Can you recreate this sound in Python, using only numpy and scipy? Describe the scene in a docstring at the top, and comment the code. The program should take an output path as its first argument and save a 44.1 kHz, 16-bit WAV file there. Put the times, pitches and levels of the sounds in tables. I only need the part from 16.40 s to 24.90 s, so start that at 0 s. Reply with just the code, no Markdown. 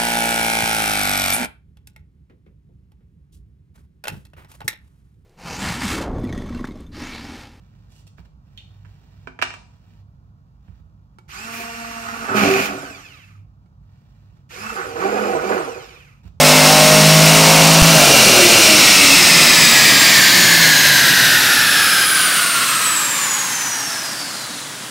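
"""A V6 coupe ends a full-throttle pull on a chassis dynamometer, a few metres off in a hard-walled workshop.
The throttle closes: the exhaust's firing drone gives way to a burble and a hum that sinks to idle.
The tyres roar on the slowing roller, its knurled face whines down, the driveline howls, a fan blows.
The small mono microphone takes one thump of air just before the lift. It rides its gain control
and overloads until the roller has lost much of its speed."""
import sys
import numpy as np
from scipy import signal
from scipy.fft import rfft, irfft
from scipy.io import wavfile
from scipy.ndimage import uniform_filter1d

SR = 44100
rng = np.random.default_rng(int(sys.argv[2]) if len(sys.argv) > 2 else 0)


def dump(signal):
    """Clip the signal to [-1, 1] and save it as 16-bit WAV at the path in sys.argv[1]."""
    limited = np.clip(np.atleast_2d(signal).T, -1, 1)
    pcm = np.round(limited * 32767).astype(np.int16)
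    wavfile.write(sys.argv[1], SR, pcm)


N = 374850
TIME = np.arange(N) / SR
LIFT_S = 1.52  # the throttle closes
COAST_S = np.maximum(TIME - LIFT_S, 0)  # time since the lift
OVERRUN_ONSET = 1 - np.exp(-COAST_S / 0.18)  # fade-in of the off-throttle hum and burble
BANK = 3  # cylinders on each exhaust pipe


def undb(db):
    """Decibels to gain."""
    return 10 ** (np.asarray(db) / 20)


def unit(x):
    """Scale to rms 1."""
    return x / np.sqrt(np.mean(x ** 2))


def spectrum_at(hz, points):
    """Level in dB of a (frequency [Hz], level [dB]) curve on a log-frequency axis."""
    f, db = np.transpose(points)
    return np.interp(np.log(np.maximum(hz, 1)), np.log(f), db)


def peaks_at(hz, peaks):
    """Rise in dB from bell-shaped (centre [Hz], width [Hz], rise [dB]) peaks."""
    return sum(rise * np.exp(-2 * ((hz - centre) / width) ** 2) for centre, width, rise in peaks)


def noise(points):
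    """Noise of rms 1 with the given spectrum."""
    gain = undb(spectrum_at(np.fft.rfftfreq(N, 1 / SR), points))
    return unit(irfft(rfft(rng.standard_normal(N)) * gain, N))


def walk(rate):
    """Smooth random motion of spread 1, up to about rate changes a second."""
    t = TIME[::50]
    low_pass = np.exp(-(np.fft.rfftfreq(len(t), t[1]) / rate) ** 2)
    slow = irfft(rfft(rng.standard_normal(len(t))) * low_pass, len(t))
    return np.interp(TIME, t, unit(slow))


def angle(hz):
    """Phase in radians of something turning at hz."""
    return 2 * np.pi * np.cumsum(hz) / SR


def halvings(speed):
    """How many times a speed has halved from its top."""
    return np.log2(speed.max() / speed)


def workshop(x, t60, wet_db):
    """Direct sound plus the diffuse tail off the hard walls, at equal total power."""
    t = TIME[:SR]
    tail = rng.standard_normal(SR) * np.exp(-np.log(1000) * t / t60) * (t > .005)
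    wet = signal.fftconvolve(x, tail / np.linalg.norm(tail))[:N]
    return (x + undb(wet_db) * wet) / np.hypot(1, undb(wet_db))


# the fan as heard at the microphone: (frequency [Hz], level [dB])
FAN_SPECTRUM = [(25, -45), (60, -58), (125, 6), (190, 3.5), (280, 6), (420, -4.5), (800, -2), (1600, 0.5),
                (2500, -3), (5500, -4), (10000, -3.5), (15500, -38)]
def cooling_fan(level_db=-32.5, flutter_db=.6):
    """A faint, slightly fluttering rush of air behind the car."""
    return undb(level_db + flutter_db * walk(21)) * noise(FAN_SPECTRUM)


def air_thump(at_s=1.423, width_s=0.0022, peak_db=9):
    """One short, dull push of air right on the microphone."""
    return undb(peak_db) * np.exp(-((TIME - at_s) / width_s) ** 2)


def roller_speed(start_hz=8410, top_hz=9100, sag_hz=50, brake_s=2.19):
    """Rate at which the knurl passes under the tyre: it climbs, sags running free, then is braked."""
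    brake_hz_per_s, tightening_hz_per_s2 = 1118, 29
    braked_s = np.maximum(TIME - brake_s, 0)
    free_hz = np.interp(TIME, [0, LIFT_S, brake_s], [start_hz, top_hz, top_hz - sag_hz])
    return free_hz - brake_hz_per_s * braked_s - tightening_hz_per_s2 * braked_s ** 2 / 2


# rough tones of the coasting gears and tread, the last a high companion of the knurl's whistle: # (pitch at top
# speed [Hz], blur [Hz], level [dB], loudest at knurl rate [Hz], width of that range [Hz])
HOWL_BANDS = [(2430, 40, -19, 9100, 600), (2770, 22, -19.5, 8900, 800), (2900, 35, -25, 5000, 1400),
              (4190, 40, -20.5, 9100, 450), (4330, 90, -23, 7800, 700), (4270, 50, -27.5, 5600, 900),
              (5740, 130, -19.5, 8200, 650), (20850, 110, -33, 3000, 1100)]
def driveline(knurl_hz, settle_s=.06):
    """With the drive off, gears and tread howl in narrow, wavering bands that fall with the roller; one high
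    band sings along with the knurl's whistle."""
    onset = 1 - np.exp(-COAST_S / settle_s)
    howl = 0
    for top_hz, blur_hz, db, loudest_hz, width_hz in HOWL_BANDS:
        phase = angle(top_hz * knurl_hz / knurl_hz.max())
        band = walk(blur_hz) * np.sin(phase) + walk(blur_hz) * np.cos(phase)
        howl = howl + band * undb(db) * np.exp(-((knurl_hz - loudest_hz) / width_hz) ** 2)
    return howl * onset


# speeds at which the knurl's fundamental swells: (knurl rate [Hz], width [Hz], rise [dB])
FUNDAMENTAL_SWELLS = [(7300, 2800, 10.5), (5100, 570, 10)]
# speeds at which its whistles swell or fade together: (knurl rate [Hz], width [Hz], rise [dB])
WHISTLE_SWELLS = [(7000, 1200, 3), (4910, 290, 6), (3570, 3100, 16), (3450, 220, 1.5), (1450, 420, -7)]
# the whistles: (pitch [multiple of the knurl rate], relative level [dB])
WHISTLES = [(1.71, -13), (2, 0.5), (2.301, -11), (3, -12)]
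def knurl(hz, slip=.005, flicker_db=2):
    """The roller's ridges sing against the rubber; slip blurs the pitch and the room smears the glide."""
    fundamental_db = -28.5 - 10.5 * halvings(hz) + peaks_at(hz, FUNDAMENTAL_SWELLS)
    whistle_db = -29.5 - 8.5 * halvings(hz) + peaks_at(hz, WHISTLE_SWELLS)
    phase = angle(hz * (1 + slip * walk(92.1)))
    tone = undb(fundamental_db) * walk(100) * np.sin(phase)
    for k, db in WHISTLES:
        level = undb(whistle_db + db + flicker_db * walk(25))
        tone = tone + level * np.sin(k * phase) * (k * hz < SR / 2)
    return workshop(np.sqrt(2) * tone, t60=0.61, wet_db=-2.5)


def tread_blocks(turns, size=512, lowest_order=45):
    """The uneven tread blocks strike the roller in the same pattern on every turn of the wheel."""
    orders = rfft(rng.standard_normal(size))
    pattern = irfft(orders * (np.arange(len(orders)) >= lowest_order), 20 * size)
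    return unit(np.interp(turns, np.arange(len(pattern)) / len(pattern), pattern, period=1))


# broad tyre roar at top speed: (frequency [Hz], level [dB])
ROAR_SPECTRUM = [(200, -4.5), (600, -4), (900, -3), (1400, -1.5), (1750, -10), (2200, -1), (3300, 2),
                 (6000, 1), (8500, -2), (10500, -2), (14500, -4), (21000, -5.5), (30000, -8), (70000, -24)]
# humps of the tread pitches and the knurl at top speed: (centre [Hz], width [Hz], nominal rise [dB])
TREAD_HUMPS = [(1564, 84, 2.5), (1990, 39, 8.5), (2380, 480, 6.5), (2430, 35, 2.5), (2776, 61, 3),
               (2890, 280, 6), (4480, 370, 2.5), (5300, 290, 0.5), (5700, 530, 4), (8280, 1100, 3.5),
               (9100, 350, 4), (16740, 260, 4), (17900, 400, 5.5), (20850, 720, 3.5), (27390, 770, -13)]
# colour from car body and workshop on the way to the microphone: (frequency [Hz], level [dB])
BODY_COLOUR = [(25, -34), (60, -22), (90, -8), (130, 3), (200, 1), (280, 4), (420, -3), (800, -2),
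               (1400, 0), (2200, -2), (3300, -1), (5200, 0), (9000, 0), (15000, -3)]
# resonances of roller drum, pit cover and wheel arch: (centre [Hz], width [Hz], rise [dB])
PANEL_RESONANCES = [(1320, 114, 1), (1666, 240, 3), (2710, 410, 0.5), (4060, 440, 1), (4990, 430, 1.5)]
def tyres(speed, top_wheel_hz=29.6, creep=.003, unload_s=0.98, flutter_db=0.54, throb=0.017):
    """Tread impacts and pumped air; the spectrum slides with speed (1 at the top), the body colours it."""
    slowed = halvings(speed)
    drive = np.exp(-COAST_S / unload_s)
    level_db = -4.5 - 12 * slowed
    tilt_db_per_octave = -2.5 + 3.5 * slowed + 2 * drive
    hump_depth = 1.04 - 0.16 * drive ** 2 - 0.22 * slowed  # slip under drive blurs the humps
    wheel = angle(top_wheel_hz * speed * (1 + creep * walk(5.99)))
    blocks = workshop(tread_blocks(wheel / (2 * np.pi)), t60=0.46, wet_db=1.0)
    contact = rng.standard_normal(N) + undb(-6) * np.sqrt(speed) * blocks
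    f, t, frames = signal.stft(unit(contact), SR, nperseg=2048)
    f = f[:, None]
    at_top_hz = f / np.interp(t, TIME, speed)
    panel_db = peaks_at(f, PANEL_RESONANCES)
    humps = np.interp(t, TIME, hump_depth) + 0.13 * panel_db  # humps swell as they cross a resonance
    sliding_db = spectrum_at(at_top_hz, ROAR_SPECTRUM) + humps * peaks_at(at_top_hz, TREAD_HUMPS)
    tilt_db = np.interp(t, TIME, tilt_db_per_octave) * np.log2(1 + f / 1000)
    gain = undb(sliding_db + spectrum_at(f, BODY_COLOUR) + panel_db + tilt_db)
    roar = signal.istft(frames * gain / np.sqrt(np.mean(gain ** 2, axis=0)), SR)[1][:N]
    return roar * undb(level_db + flutter_db * walk(13.0)) * (1 + throb * np.sin(wheel))


def engine_speed(start_hz=50.5, climb_hz_per_s=2.63, friction_hz_per_s=7.6, idle_hz=6):
    """Four-stroke cycles a second: an even climb, a quick sag at the lift, then a run-down to idle."""
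    pull_hz = start_hz + climb_hz_per_s * np.minimum(TIME, LIFT_S)
    pumping_loss_hz = 16.0 * (1 - np.exp(-COAST_S / .42))  # pumping against the closed throttle plate
    return np.maximum(pull_hz - pumping_loss_hz - friction_hz_per_s * COAST_S, idle_hz)


# standing waves between car, floor and walls: (centre [Hz], width [Hz], rise [dB])
ROOM_MODES = [(209, 3.9, 5.5), (254.7, 2.8, 7.5), (279.6, 8.6, 8), (364, 6.6, -2), (424, 6.2, 11),
              (536, 8.7, 3.5), (555, 10, 13.5), (623.4, 21, 9.5), (695, 19, 11.5), (771, 6.1, 12.5),
              (810, 10, 4.5)]
def standing_waves(hz):
    """Rise in dB at the microphone as a slowly gliding line passes the standing waves."""
    return np.interp(TIME, TIME[::100], peaks_at(hz[::100], ROOM_MODES))


# colour of the exhaust gas: (frequency [Hz], level [dB])
GAS_SPECTRUM = [(25, -31), (85, -67), (150, -2), (280, -4), (400, -11.5), (620, -0.5), (850, -6),
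                (1300, -4), (3000, -10), (8000, -37)]
def gas_rush(cycle_hz, phase, puff=0.32):
    """Gas leaves the pipes with a puff at each firing, quieter as the engine slows."""
    level_db = -9.5 - 10.5 * halvings(cycle_hz)
    return noise(GAS_SPECTRUM) * (1 + puff * np.sin(BANK * phase)) * undb(level_db)


# colour of the burble: (frequency [Hz], level [dB])
BURBLE_SPECTRUM = [(70, -38), (130, -7), (200, -15), (300, -6), (420, -8), (560, -0.5), (680, -5),
                   (850, -16), (1500, -28)]
def burble(phase, decay_s=0.5, scatter_db=1.5):
    """Unburnt gas burbles in the pipes just after the lift, one uneven puff for each firing of the bank."""
    swell = undb(-6) * OVERRUN_ONSET * np.exp(-COAST_S / decay_s)
    puffs = (1 + .5 * np.sin(BANK * phase)) * undb(-scatter_db * walk(58))
    return noise(BURBLE_SPECTRUM) * puffs * swell


# exhaust lines off throttle: (pitch [multiple of the cycle rate], relative level [dB])
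OVERRUN_LINES = [(3, -30), (6, 1), (9, 5), (12, -6.5), (15, -23), (18, -9.5)]
# pipe response off throttle: (frequency [Hz], level [dB])
PIPE_RESPONSE = [(40, -40), (62, -28), (85, -8), (120, 1.5), (170, 5), (220, 0), (280, 1), (370, 8.5),
                 (440, -15), (540, -17), (640, 16.5), (720, 8), (1000, -23)]
def overrun_hum(cycle_hz, phase, rough_db=2.5, stagger=0.105):
    """Off throttle all cylinders pump alike: bank-rate harmonics sweep unevenly through pipe resonances."""
    uneven_phase = phase + stagger * walk(22) / BANK
    hum = 0
    for k, db in OVERRUN_LINES:
        resonance_db = spectrum_at(k * cycle_hz, PIPE_RESPONSE) + standing_waves(k * cycle_hz)
        hum = hum + undb(db + resonance_db + rough_db * walk(15)) * np.sin(k * uneven_phase)
    level = undb(-16 - 7 * halvings(cycle_hz)) * OVERRUN_ONSET
    return workshop(unit(hum) * level, t60=0.94, wet_db=-3.0)


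# exhaust lines under load, the third being each bank's firing rate:
# (pitch [multiple of the cycle rate], relative level [dB])
LOADED_LINES = [(1, -94), (2, -30), (3, -0.5), (4, -9.5), (5, -4.5), (6, -13.5), (7, -11.5), (8, -15.5),
                (9, -9.5), (10, -6), (11, -12.5), (12, -4), (13, -17), (14, -6), (15, -9), (16, -15),
                (17, -6), (18, -14), (19, -16), (20, -13), (21, -9.5)]
# narrow pipe resonances that the firing line climbs through: (centre [Hz], width [Hz], rise [dB])
PIPE_BOOMS = [(157.5, 2.8, 9.5), (162.6, 3.0, 8)]
def drone(cycle_hz, phase, bark=.38, scatter_rad=1.5, release_db_per_s=29):
    """Under load the firing line booms; the others throb once a cycle, as one cylinder barks loudest."""
    boom_db = peaks_at(BANK * cycle_hz, PIPE_BOOMS)
    throb = 1 + bark * np.cos(phase)
    lines = 0
    for k, db in LOADED_LINES:
        if k == BANK:
            line = undb(boom_db + 0.3 * walk(9)) * np.sin(k * phase)
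        else:
            line = undb(1.5 * walk(4.1)) * np.sin(k * phase + scatter_rad * walk(1.04)) * throb
        lines = lines + undb(db + standing_waves(k * cycle_hz)) * line
    return unit(lines) * undb(-7 - release_db_per_s * COAST_S)


def exhaust(jitter=0.0031):
    """The tailpipes from a few metres: hum, gas, drone and burble follow one slightly unsteady engine."""
    cycle_hz = engine_speed()
    phase = angle(cycle_hz * (1 + jitter * walk(24)))
    return overrun_hum(cycle_hz, phase) + gas_rush(cycle_hz, phase) + drone(cycle_hz, phase) + burble(phase)


def scene():
    """Fan, car and roller reach one microphone a few metres away, the same in both channels."""
    knurl_hz = roller_speed()
    mono = cooling_fan() + air_thump() + exhaust()
    mono += tyres(knurl_hz / knurl_hz.max()) + knurl(knurl_hz) + driveline(knurl_hz)
    return np.array([mono, mono])


def gain_control(x, limit_db=-6.0):
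    """The microphone turns its gain down as the running power nears the limit."""
    power = uniform_filter1d(x ** 2, size=SR // 4, axis=1)
    return x / np.sqrt(np.hypot(1, power / undb(limit_db) ** 2))


def record(dry, ceiling=0.73, knee=5, top_hz=15790):
    """The small microphone: gain control holds the level, overload flattens peaks, the top is cut."""
    oversampled = signal.resample_poly(gain_control(dry), 2, 1, axis=1)
    flattened = oversampled / (1 + np.abs(oversampled / ceiling) ** knee) ** (1 / knee)
    overloaded = signal.resample_poly(flattened, 1, 2, axis=1)
    low_pass = signal.firwin(1201, top_hz, fs=SR, window="blackman")
    return signal.fftconvolve(overloaded, low_pass[None], mode="same", axes=1)


dry = scene()
out = record(dry)
dump(out)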